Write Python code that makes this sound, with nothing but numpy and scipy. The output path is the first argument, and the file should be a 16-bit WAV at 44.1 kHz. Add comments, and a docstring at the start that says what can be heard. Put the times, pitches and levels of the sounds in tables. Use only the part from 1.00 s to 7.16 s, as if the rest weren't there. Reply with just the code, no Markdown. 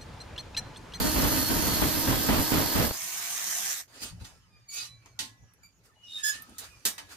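"""A paved yard, a stereo microphone close to an angle grinder. The disc cuts a square steel tube, grit
tearing at the metal while the cooling air buffets both microphone ports. At 1.9 s it lifts clear and
speeds up, fan and gears hissing, then stops short near 2.8 s. From there the tube is turned by hand:
it scrapes, squeaks, rings thinly and knocks on stone, hardest just before the end.
Behind the handling lie a low rumble, a thin hush and, for a while, a hum and a faint falling whine."""
import sys
import numpy as np
from scipy import signal
from scipy.fft import rfft, irfft, next_fast_len
from scipy.io import wavfile
from scipy.ndimage import uniform_filter1d, map_coordinates

SR = 44100
rng = np.random.default_rng(int(sys.argv[2]) if len(sys.argv) > 2 else 0)


def digitize_waveform(pressure):
    """Quantize a signal to 16-bit integers and store it at the path in sys.argv[1].

    Rows of a 2-D input are taken as channels; values are limited to [-1, 1].
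    """
    field = np.atleast_2d(pressure).T
    bounded = np.clip(field, -1, 1)
    quanta = np.round(bounded * 32767).astype(np.int16)
    wavfile.write(sys.argv[1], SR, quanta)


N = 271656
TIME = np.arange(N) / SR
PAN = np.array([[.5], [-.5]])  # splits a left-over-right difference between the channels

# armature under load: time_s, turns_per_s
LOADED_SPEED = [(0, 307), (.14, 307.5), (.25, 300.5), (.5, 309.5), (.8, 315.5), (.9, 311.5), (1.05, 315.5),
                (1.3, 316), (1.47, 314.5), (1.6, 313), (1.75, 317), (1.9, 315)]
# disc in the steel: time_s, grinding_db, armature_tones_db, slot_whine_db
CUT_LEVELS = [(0.0, -29.5, -43, -44.5), (.3, -29, -45, -50.5), (.43, -29, -44.5, -41),
              (0.469, -30.5, -55, -39.5), (.51, -29.5, -42.5, -45.5), (.58, -30, -44.5, -61.5),
              (.66, -28.5, -49, -41), (.78, -29, -47.5, -43.5), (.84, -29, -46.5, -65),
              (1.4, -29, -46.5, -63), (1.47, -29, -49, -44), (1.58, -29, -42.5, -55),
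              (1.7, -30, -49.5, -40), (1.78, -29, -45.5, -54), (1.868, -29.5, -52.5, -55),
              (1.919, -37.5, -70, -43)]
# disc in the air: time_s, fan_and_gears_db, armature_tones_db
FREE_LEVELS = [(1.92, -62.5, -70), (1.932, -36, -58), (2.394, -32.5, -55.5), (2.732, -30.5, -56),
               (2.754, -35.5, -70), (2.806, -37.5, -63), (2.87, -68.5, -100)]
# armature tones: multiple_of_speed
ARMATURE_MULTIPLES = [.5, .86, 1, 1.8, 2, 2.74, 3, 4, 5, 6, 10, 13, 15, 16, 17, 36]
# strength of each of those tones: cutting_db, free_db
ARMATURE_GAINS = [(-20, -15), (5, -16), (6, -17), (-20, -7), (-1, -9), (-20, -6), (-2, -5), (-5, -2),
                  (-6, -6), (-9, -3), (-10, -11), (-9, -9), (-5, -12), (-8, -12), (-10, -12), (-12, -5)]
# spectra of the shallow cut, the deep cut and the fan with its gears: frequency_hz, density_db
SHALLOW_SPECTRUM = [(530, -33), (900, -7), (1060, -12.5), (1230, -11), (1800, -11.5), (2290, -15),
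                    (3930, -10.5), (4280, -6), (4880, -10.5), (6660, -8.5), (7600, -14), (11300, -10.5),
                    (12300, -5), (14500, -14.5), (15800, -26)]
DEEP_SPECTRUM = [(530, -3), (900, -3.5), (967, -4.5), (1140, -4), (1240, -8.5), (1440, -17.5), (1540, -3.5),
                 (2350, -11.5), (3840, -6.5), (4280, -4), (7510, -9.5), (10500, -11), (13000, -3),
                 (14900, -8.5), (15800, -30)]
FAN_SPECTRUM = [(88, -39.5), (150, -12.5), (190, -17), (303, -18.5), (361, -19), (447, -20), (713, -7),
                (993, -7.5), (1370, -5), (1750, 0), (2800, -3), (4050, -3), (5000, -1), (6570, 5.5),
                (7800, 0.5), (9710, -3), (13800, -1), (15800, -9)]

# cooling air on the microphone: start_s, level_db, length_s
GUSTS = [(0.0, -29, 0.084), (0.159, -27, 0.077), (0.196, -26.5, 0.03), (0.244, -27, 0.037),
         (0.315, -30, 0.081), (0.418, -31, 0.013), (0.501, -30, 0.1), (0.627, -30, 0.17),
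         (0.82, -24.5, 0.024), (0.859, -29, 0.025), (0.965, -34, 0.028), (1.075, -27, 0.072),
         (1.289, -25.5, 0.11), (1.518, -27, 0.11), (1.755, -26, 0.09), (1.91, -27, 0.0043)]
# spectrum of its puffs: frequency_hz, density_db
PUFF_SPECTRUM = [(12, -31.5), (20, -17), (49, 1.5), (156, -4), (267, -1.5), (330, -6), (410, -9.5),
                 (501, -9), (738, -12), (937, -12), (1350, -14.5), (3500, -21), (4550, -51.5), (7700, -120)]

# modes of the tube: pitch_hz, gain_db, t60_s
TUBE_MODES = [(290, -23, 0.18), (590, -22, .3), (883, -14, 0.25), (1066, -19, 0.41), (1450, -9, .18),
              (1690, -21, .9), (1890, -8, .16), (1975, -21, 1), (2300, -26, 0.8), (2600, -10, 0.18),
              (2990, -7, 0.16), (3400, -10, 0.2), (3800, -8, .25), (4110, -9, 0.18), (4310, -7, 0.16),
              (4730, -6, .15), (5020, -5, 0.2), (5440, -6, .16), (5650, -5, .22), (5910, -12, 0.3),
              (6030, -5, 0.14), (6460, -4, 0.13), (6850, -1, 0.15), (7445, -5, 0.14), (7705, -11, .26),
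              (8180, -1, 0.17), (8845, -5, 0.2), (9900, -11, .12), (10510, -3, 0.11), (10830, -12, 0.15),
              (12100, -20, .12)]
# tube on stone: start_s, strength_db, rattle_t60_s, rattle_hz, width_octaves, ring_db, tilt_db_per_octave
KNOCKS = [(3.018, -33, .15, 4000, 1.2, -5, 2), (3.246, -39, 0.13, 3500, 1.5, -5.5, -3),
          (4.19, -19, 0.23, 4430, 0.98, -11.5, -1.5), (5.5825, -23.5, 0.11, 8540, 1, -14, 2),
          (5.852, -9.5, 0.17, 7400, 2.45, -12.5, 4.5), (5.98, -27, 0.13, 2760, 1.54, -11, -3.5)]
# grit ticks: start_s, strength_db, pitch_hz
TICKS = [(3.246, -40, 4970), (4.06, -41.5, 6540), (4.5372, -47.5, 11100), (5.4206, -38, 12900),
         (5.4227, -31, 12100), (5.496, -43, 9050)]
# short squeaks and thin ringing tones of the tube: start_s, top_db, length_s, climb_db, fall_db_per_s,
# pitch_hz, glide_hz_per_s, throb_share, jitter_share, left_over_right_db
SQUEAKS = [(3.689, -56, .085, 5, 350, 2272, 430, .3, .003, 2),
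           (3.74, -46, .065, 8, 700, 2530, 100, .3, .003, 3),
           (3.73, -45, .06, 7, 400, 6288, 0, .2, .001, 0), (3.76, -46, .055, 7, 400, 4750, 0, .5, .012, 0),
           (3.866, -59, .07, .5, 350, 3998, 0, .1, .001, 0),
           (3.88, -74, .2, -3, 100, 2340, -150, .2, .002, 0),
           (3.99, -80, .07, 5, 600, 4100, 4300, .1, .002, 0),
           (4.065, -81, .08, -4, 400, 4410, -2400, .1, .002, 0),
           (4.37, -79, .17, 1, 150, 5740, 0, .2, .001, 0),
           (4.635, -59, .022, .5, 420, 2346, 50, .6, .006, 0),
           (4.885, -72, .02, 1, 600, 1400, -9000, .2, .01, 0),
           (4.915, -76, .02, 1, 500, 1790, 0, .2, .004, 0), (4.96, -64, .07, 8, 400, 2910, 0, .2, .003, -1),
           (5.036, -53, .03, 1, 120, 2902, -60, .3, .003, -2),
           (5.045, -63, .05, 1, 150, 5093, 0, .2, .002, 0),
           (5.075, -39.5, .095, 20, 330, 3735, -40, .8, .006, 2.5),
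           (5.237, -37.5, .062, 1, 550, 1715, -50, .15, .005, -5),
           (5.18, -55, .22, 1, 400, 1750, 150, .5, .012, -3), (5.37, -66, .1, 1, 400, 1270, 0, .4, .012, 0),
           (5.53, -67, .13, 1, 400, 1290, -200, .4, .015, 0),
           (5.71, -65, .065, 0, 330, 2490, -1350, .3, .003, 0)]
# harmonics of each of those, relative to its level: first_db, second_db, ...
SQUEAK_HARMONICS = [(2, 9, 9, -6, -8, -6), (0,), (0,), (0,), (0,), (0,), (0,), (0,), (0,),
                    (-2.5, -1.5, -5, -14, -12, -19), (0,), (0,), (0,), (0, -15), (0,), (0, -17, -23),
                    (1.5, -6, -1, 2, -5, -10, -26, -12, -18), (0,), (0,), (0,), (0,)]
# scrapes as the tube turns: start_s, top_db, length_s, climb_db, relative_body_db, relative_treble_db
SCRAPES = [(2.881, -65.5, 0.1, 4, 5, 2.5), (2.941, -54, 0.15, 7, -5, -10),
           (3.007, -41.5, 0.027, 16, -14, 5), (3.202, -58.5, 0.013, 6, 1, -10),
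           (3.251, -58, 0.014, -7, -7, -20), (3.69, -45.5, 0.058, 23, -38, 7),
           (3.769, -46, 0.083, -3, -18, -9), (4.018, -78, 0.0072, 10, 10, -24),
           (4.058, -67, 0.0041, 6, 9, -12), (4.63, -81, 0.015, .5, -21, -5),
           (4.84, -73.5, 0.02, 7, 4, 12.5), (5.031, -49.5, 0.17, 27, -18, -8),
           (5.244, -43, 0.043, 5, -23, 12), (5.317, -45.5, 0.036, 8, -18, -22),
           (5.594, -54, 0.053, 5, 2.5, 3), (6.093, -52, 0.03, 13, -4, 2)]
# steady rubbing under the scrapes: time_s, level_db
RUB_LEVELS = [(2.88, -92), (3.3, -65.5), (3.45, -80), (4.9, -82.5), (5.4, -64.5), (5.75, -66.5),
              (6.16, -67)]
# spectrum of rasping rust and grit: frequency_hz, density_db
RASP_SPECTRUM = [(150, -51), (250, -6), (520, -12.5), (1020, -10.5), (2300, -2.5), (2470, 2), (3550, 2.5),
                 (4770, 7.5), (5390, -0.5), (6090, -3), (13800, -15.5), (15800, -12)]
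# handling thuds: start_s, level_db, length_s, relative_rumble_db
THUDS = [(3.012, -51.5, 0.046, -2), (3.117, -61, 0.013, 12), (3.165, -66.5, 0.018, 14),
         (3.211, -54.5, 0.02, 7), (3.796, -72, 0.013, 0), (4.189, -54, 0.045, -23),
         (4.253, -66.5, 0.073, -12), (4.426, -66.5, 0.011, 10), (5.152, -75, .02, -11),
         (5.24, -77, .06, -14), (5.35, -73, .03, -6), (5.396, -70.5, .015, 7), (5.482, -57.5, 0.042, -11),
         (5.857, -45, 0.0087, -9), (5.988, -66, 0.035, -21)]

# low rumble around the yard: time_s, level_db
RUMBLE_LEVELS = [(1.95, -67), (2.3, -68), (2.91, -71), (3.13, -56), (3.58, -70), (4.28, -63), (4.54, -68),
                 (5.09, -69), (5.58, -63.5), (6.16, -62)]
# spectra of the thuds, the rumble and the hush: frequency_hz, density_db
THUD_SPECTRUM = [(82, -23.5), (140, -13), (248, 6.5), (392, -9.5), (510, -9), (700, -12.5), (910, -3.5),
                 (1540, -120)]
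RUMBLE_SPECTRUM = [(12, -31), (20, -23.5), (48, 0), (81, 2), (109, 1.5), (140, -8), (180, -2), (230, -21),
                   (400, -120)]
HUSH_SPECTRUM = [(180, -29.5), (300, -3), (420, 1.5), (800, -1), (1680, 1), (2800, -5), (3920, -13),
                 (5000, -11), (6780, -2), (8140, -33), (13600, -16), (15800, -43)]
# wavering hum: time_s, pitch_hz, level_db
HUM_CURVE = [(2.86, 122.7, -73), (3.144, 108.8, -62), (3.35, 114.2, -79), (3.634, 115, -59),
             (3.674, 118.5, -87), (3.85, 116.9, -59), (4.1, 114.9, -64), (4.482, 115.5, -64),
             (4.55, 115.7, -88)]
# falling whine and its harmonics: time_s, pitch_hz, first_db, second_db, third_db, fourth_db
WHINE_CURVE = [(3.3, 1352, -84, -98, -98, -85), (3.37, 1340, -80, -95, -98, -76),
               (3.44, 1305, -80, -92, -95, -76), (3.5, 1240, -79, -84, -92, -76),
               (3.54, 1215, -77, -69, -80, -74), (3.6, 1203, -78, -72, -81, -75),
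               (3.68, 1190, -79, -74, -88, -75), (3.86, 1120, -79, -86, -95, -90),
               (4.18, 1065, -80, -88, -98, -98)]
# reverberation off the yard walls: frequency_hz, t60_s
WALL_DECAY = [(200, 0.44), (2000, 0.11), (10000, 0.064)]

# likeness of the two channels for cutting, free running and other noise: frequency_hz, correlation
CUT_LIKENESS = [(60, .12), (300, 0.42), (700, 0.29), (1500, 0.141), (4000, 0.09), (8000, 0.29),
                (13000, 0.15)]
FREE_LIKENESS = [(60, .5), (300, 1), (700, 1), (1500, 0.15), (4000, 0.066), (13000, 0.19)]
YARD_LIKENESS = [(60, 0.52), (180, 0.78), (550, 0.92), (1650, 0.05), (4970, -0.086), (15000, 0.29)]
# colour of the microphone ports: frequency_hz, left_over_right_db
PORT_BALANCE = [(60, 0), (180, -0.5), (550, 1), (1650, 1.5), (4970, -3.5), (15000, -4.5)]
# phase from the spacing of the ports: frequency_hz, left_lead_rad
PORT_LEAD = [(100, -0.15), (1000, 0.47), (1720, 0.6), (4300, -0.1), (5000, -2), (8000, -2.5), (10600, -2),
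             (13300, -5)]


def grinder():
    """Close by: the armature labours in the cut, then closes in on its idle speed once lifted clear."""
    lift_s, lift_hz, idle_hz, spin_up_s = 1.93, 352, 401, .27
    spin_up = idle_hz - (idle_hz - lift_hz) * np.exp(-(TIME - lift_s) / spin_up_s)
    speed_hz = np.where(TIME < lift_s, curves(LOADED_SPEED)[0], spin_up)
    angle = 2 * np.pi * np.cumsum(speed_hz) / SR
    beat = (1 + .2 * np.cos(angle)) * amp(1.2 * wobble(400))
    return cutting(speed_hz, angle, beat) + free_running(speed_hz, beat)


def cutting(speed_hz, angle, beat):
    """Grit tears the steel once a turn of the armature; the tube rings and the slot whines."""
    grinding_db, tones_db, slot_db = curves(CUT_LEVELS)
    # one sharp jolt a turn draws a comb of lines through the grit noise
    jolts = np.exp(4000 * (np.cos(angle + np.array([[0], [2]])) - 1))
    grit = beat * rng.standard_normal((2, N))
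    grit += .4 * unit(filtered(jolts * amp(4 * wobble(150)), lambda f: (f / 12000) ** 2 * (f < 15900)))
    # the sizzle climbs as the slot closes round the disc
    depth = np.clip((TIME - .6) / .6, 0, 1)
    shallow = rush(SHALLOW_SPECTRUM, 1.4, CUT_LIKENESS, source=grit)
    deep = rush(DEEP_SPECTRUM, 1.4, CUT_LIKENESS, source=grit)
    ring = amp(-11) * unit(tube_ringing(grit))
    cut = amp(grinding_db) * ((1 - depth) * shallow + depth * deep + ring)
    gains_db = np.transpose(ARMATURE_GAINS)[0]
    cut += amp(tones_db) * tones(speed_hz, ARMATURE_MULTIPLES, gains_db, shaky_db=2.5, rate=30, drift=1)
    cut += amp(slot_db) * tones(speed_hz, [14], [0], shaky_db=2.5, rate=32, drift=.75)
    return during(0, CUT_LEVELS[-1][0], .072) * cut * amp(-.9 * PAN)


def free_running(speed_hz, beat):
    """With the disc in the air, fan and gears hiss over the armature's tones."""
    fan_db, tones_db = curves(FREE_LEVELS)
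    air = beat * rng.standard_normal((2, N))
    hiss = amp(fan_db) * rush(FAN_SPECTRUM, 2.14, FREE_LIKENESS, source=air)
    gains_db = np.transpose(ARMATURE_GAINS)[1]
    whirr = amp(tones_db) * tones(speed_hz, ARMATURE_MULTIPLES, gains_db, shaky_db=3.5, rate=22, drift=.8)
    return during(FREE_LEVELS[0][0], FREE_LEVELS[-1][0]) * (hiss + whirr) * amp(.5 * PAN)


def buffeting():
    """Right at the microphone, eddies push each port inward in one-sided puffs; hard gusts are sharper."""
    gusts = [swell(*gust, climb_db=-2, fall_db_per_s=240) for gust in GUSTS]
    lull = amp(-35.5) * during(0, 1.4)
    level = np.max(gusts + [lull], axis=0)
    eddies = rng.random((2, N)) < 600 / SR
    pushes = eddies * amp(2.94 * rng.exponential(size=(2, N)).clip(0, 2.4))
    pushes += .22 * pushes[::-1]
    pushes[1] = np.roll(pushes[1], 5)  # the stream reaches the left port first
    air = unit(pushes) + .74 * rng.standard_normal((2, N))
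    puffs = unit(filtered(air, lambda f: amp(along(PUFF_SPECTRUM, f))))
    edges = filtered(puffs, lambda f: f ** 2 / (f ** 2 + 700 ** 2))
    sharpness = np.sqrt(level / amp(-20.5)) - 1
    flutter = amp(1 + .53 * np.array([wobble(39.35), wobble(39.73)]))
    blowing = during(0, GUSTS[-1][0] + GUSTS[-1][2], .006)
    return blowing * level * flutter * (puffs + sharpness * edges) * amp(-1.8 * PAN)


def knocks():
    """Each blow on stone rings the tube at new strengths under a dying rattle; grit adds bare ticks."""
    n = SR // 2
    out, t, hz = np.zeros((2, N + n)), np.arange(n) / SR, np.fft.rfftfreq(n, 1 / SR)
    attack = 1 - np.exp(-t / .00037)
    for start_s, db, rattle_t60, rattle_hz, octaves, ring_db, tilt_db in KNOCKS:
        ring = np.zeros((2, n))
        for chance_db, (pitch_hz, gain_db, t60) in zip(rng.normal(0, 2.5, len(TUBE_MODES)), TUBE_MODES):
            # the loose cut end rattles, so no mode keeps its phase
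            shake = np.cumsum(rng.normal(0, .02, (2, n)), axis=1) + rng.uniform(0, 2 * np.pi)
            mode_db = gain_db + chance_db + tilt_db * np.log2(pitch_hz / 4000)
            ring += amp(mode_db - 60 * t / t60) * np.sin(2 * np.pi * pitch_hz * t + shake)
        colour = amp(-6 * (np.log2((hz + 200) / rattle_hz) / octaves) ** 2)
        rattle = unit(irfft(rfft(rng.standard_normal((2, n))) * colour))
        rattle *= amp(-60 * t / rattle_t60) + .09 * amp(-60 * t / .037)
        at = round(start_s * SR)
        out[:, at:at + n] += amp(db - 13) * (rattle + amp(ring_db) * ring) * attack
    for start_s, db, pitch_hz in TICKS:
        at = round(start_s * SR)
        out[:, at:at + n] += amp(db + 4.5 - 60 * t / .002) * np.sin(2 * np.pi * pitch_hz * t)
    return out[:, :N]


def squeaks():
    """Short squeaks and thin ringing tones of the tube, rough and throbbing, a few rich in overtones."""
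    out = np.zeros((2, N))
    # the tube shudders as it bends, so the tones throb
    shudder = np.cos(2 * np.pi * np.cumsum(85 + 15 * wobble(40)) / SR)
    for (*envelope, pitch_hz, glide, throb, jitter, pan_db), gains_db in zip(SQUEAKS, SQUEAK_HARMONICS):
        hz = (pitch_hz + glide * (TIME - envelope[0])) * (1 + jitter * wobble(300))
        tone = tones(hz, np.arange(len(gains_db)) + 1, gains_db, shaky_db=1.5, rate=120, drift=.6)
        out += swell(*envelope) * (1 + throb * shudder) * tone * amp(pan_db * PAN)
    return out


def scraping():
    """Rust and grit rasp along the tube and keep its modes humming; body and treble follow the grip."""
    rub = during(RUB_LEVELS[0][0], N / SR) * amp(curves(RUB_LEVELS)[0])
    strokes = np.array([swell(*scrape[:4], fall_db_per_s=390) for scrape in SCRAPES])
    level = rub + strokes.sum(axis=0)
    body_db, treble_db = np.transpose(SCRAPES)[4:]
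    body = rub + amp(body_db) @ strokes
    treble = rub * amp(-1.5) + amp(treble_db) @ strokes
    under = lambda f, edge_hz: -10 * np.log10(1 + (f / edge_hz) ** 6)
    over = lambda f, edge_hz: -10 * np.log10(1 + (edge_hz / (f + 1)) ** 6)
    grains = lambda: rng.standard_normal((2, N)) * amp(.74 * wobble(150))
    low = body * rush(RASP_SPECTRUM, 3, source=grains(), band_db=lambda f: under(f, 1500))
    mid = level * rush(RASP_SPECTRUM, 4, source=grains(), band_db=lambda f: over(f, 1500) + under(f, 8000))
    high = treble * rush(RASP_SPECTRUM, 1.4, source=grains(), band_db=lambda f: over(f, 8000))
    return low + mid + high + amp(31) * tube_ringing(level * grains())


def tube_ringing(force):
    """The tube's modes ring; 45 random narrow resonances add thin ringing streaks from 1.2 to 12 kHz."""
    grip = .7  # a hand on the tube shortens each decay to this share
    streaks = [(1200 * 10 ** place, -7 - 8 * weakness, .2) for place, weakness in rng.random((45, 2))]

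    def resonance(f, pitch_hz, gain_db, t60):
        width_hz = np.log(1000) / (np.pi * t60 * grip)
        return amp(gain_db) * np.sqrt(width_hz) * 1j * f / (pitch_hz ** 2 - f ** 2 + 1j * f * width_hz)

    return filtered(force, lambda f: sum(resonance(f, *row) for row in TUBE_MODES + streaks))


def thuds_and_rumble():
    """Handling the tube makes dull thuds, each briefly swelling the yard's low rumble."""
    bumps = np.array([swell(*thud[:3], climb_db=0, fall_db_per_s=500) for thud in THUDS])
    rumble_level = amp(curves(RUMBLE_LEVELS)[0] + 2.5 * wobble(30)) + amp(np.transpose(THUDS)[3]) @ bumps
    rumble = rumble_level * rush(RUMBLE_SPECTRUM, 1.2)
    thud_level = (amp(-78.5) + bumps.sum(axis=0)) * amp(1.3 * wobble(40))
    thuds = thud_level * rush(THUD_SPECTRUM, 2)
    return during(RUMBLE_LEVELS[0][0], N / SR) * (rumble + thuds)


def yard_background():
    """Well behind the work: a wavering hum, a faint whine sliding down and a thin hush."""
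    hum_hz, hum_db = curves(HUM_CURVE)
    hum = amp(hum_db) * tones(hum_hz, [1], [0], shaky_db=3, rate=22, drift=.7)
    hum *= during(HUM_CURVE[0][0], HUM_CURVE[-1][0], .038)
    whine_hz, *whine_db = curves(WHINE_CURVE)
    whine = tones(whine_hz, [1, 2, 3, 4], whine_db, shaky_db=3.5, rate=35, drift=.9)
    whine *= during(WHINE_CURVE[0][0], WHINE_CURVE[-1][0], .05)
    return hum + whine + amp(-69.5) * rush(HUSH_SPECTRUM, 5.6)


def walls(x):
    """The yard walls answer with a short tail whose treble dies first."""
    hz, t, noise = signal.stft(rng.standard_normal((2, SR // 2)), SR, nperseg=256)
    tail = signal.istft(noise * amp(-60 * t / along(WALL_DECAY, hz)[:, None]), SR, nperseg=256)[1]
    return signal.fftconvolve(x, tail / np.linalg.norm(tail[0]), axes=1)[:, :N]


def rush(spectrum, patchy_db, likeness=YARD_LIKENESS, source=None, band_db=lambda f: 0):
    """Coloured stereo noise of rms 1, with patches of random gain in time and frequency."""
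    pair = rng.standard_normal((2, N)) if source is None else source
    frames = signal.stft(pair, nperseg=512)[2]
    patches = uniform_filter1d(rng.standard_normal(frames.shape[1:]), size=6, axis=0)
    patches = uniform_filter1d(patches, size=10, axis=1)
    pair = signal.istft(frames * amp(patchy_db * unit(patches)), nperseg=512)[1][:, :N]

    def response(hz):
        width_rad = np.arccos(along(likeness, hz)) / 2
        return amp(along(spectrum, hz) + band_db(hz)) * [np.cos(width_rad), np.sin(width_rad)]

    mid, side = filtered(pair, response)
    return unit(np.array([mid + side, mid - side]))


def tones(hz, multiples, levels_db, shaky_db, rate, drift):
    """Unsteady multiples of a pitch curve; the phase at each port wanders by about drift radians."""
    phase = 2 * np.pi * np.cumsum(hz) / SR
    out = np.zeros((2, N))
    for multiple, db in zip(multiples, levels_db):
        lead = rng.uniform(0, 2 * np.pi) + drift * np.array([wobble(rate), wobble(rate)])
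        out += np.sqrt(2) * amp(db + shaky_db * wobble(rate)) * np.sin(multiple * phase + lead)
    return out


def swell(start_s, level_db, length_s, climb_db, fall_db_per_s):
    """Gain that sets in quickly, moves by climb_db to level_db over its length, then falls steadily."""
    age = TIME - start_s
    onset_db = 20 * age.clip(max=0) / .008  # 20 dB in 8 ms
    to_climb_db = climb_db * (1 - age / length_s).clip(0, 1)
    fallen_db = fall_db_per_s * (age - length_s).clip(0)
    return amp(level_db + onset_db - to_climb_db - fallen_db)


def during(start_s, end_s, ramp_s=.0046):
    """1 from start to end, ramping to 0 outside."""
    return np.clip(np.minimum(TIME - start_s, end_s - TIME) / ramp_s + 1, 0, 1)


def wobble(rate):
    """A smooth random curve, rate knots a second."""
    knots, coarse = rng.standard_normal(int(N * rate / SR) + 4), TIME[::8]
    return np.interp(TIME, coarse, map_coordinates(knots, [coarse * rate]))


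def filtered(x, response):
    """x through a response given as a function of frequency."""
    size = next_fast_len(N + SR // 2)
    return irfft(rfft(x, size) * response(np.fft.rfftfreq(size, 1 / SR)), size)[..., :N]


def curves(rows):
    """One value per sample for each column after the time."""
    time_s, *columns = np.transpose(rows)
    return [np.interp(TIME, time_s, column) for column in columns]


def along(points, hz):
    """Reads (frequency_hz, value) points on a log axis."""
    point_hz, values = np.transpose(points)
    return np.interp(np.log(hz + 1), np.log(point_hz + 1), values)


def amp(db):
    return 10 ** (np.asarray(db) / 20)


def unit(x):
    return x / np.sqrt(np.mean(x ** 2) + 1e-20)


def scene():
    """Grinder and handled tube in front, the yard behind; knocks and squeaks come back off the walls."""
    steel = knocks() + squeaks()
    handling = (scraping() + steel + amp(-.5) * walls(steel)) * amp(-.9 * PAN)
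    return grinder() + buffeting() + handling + thuds_and_rumble() + yard_background()


def record(dry):
    """The microphone: its ports differ in colour and arrival, hard peaks round off, the top is cut."""
    ceiling, fade_hz, limit_hz = .5, 15230, 15900
    port_response = lambda hz: amp(along(PORT_BALANCE, hz) * PAN) * np.exp(1j * along(PORT_LEAD, hz) * PAN)
    ports = filtered(dry, port_response)
    rounded = ports / (1 + np.abs(ports / ceiling) ** 4) ** (1 / 4)
    return filtered(rounded, lambda hz: (hz < limit_hz) / (1 + (hz / fade_hz) ** 60))


dry = scene()
out = record(dry)
digitize_waveform(out)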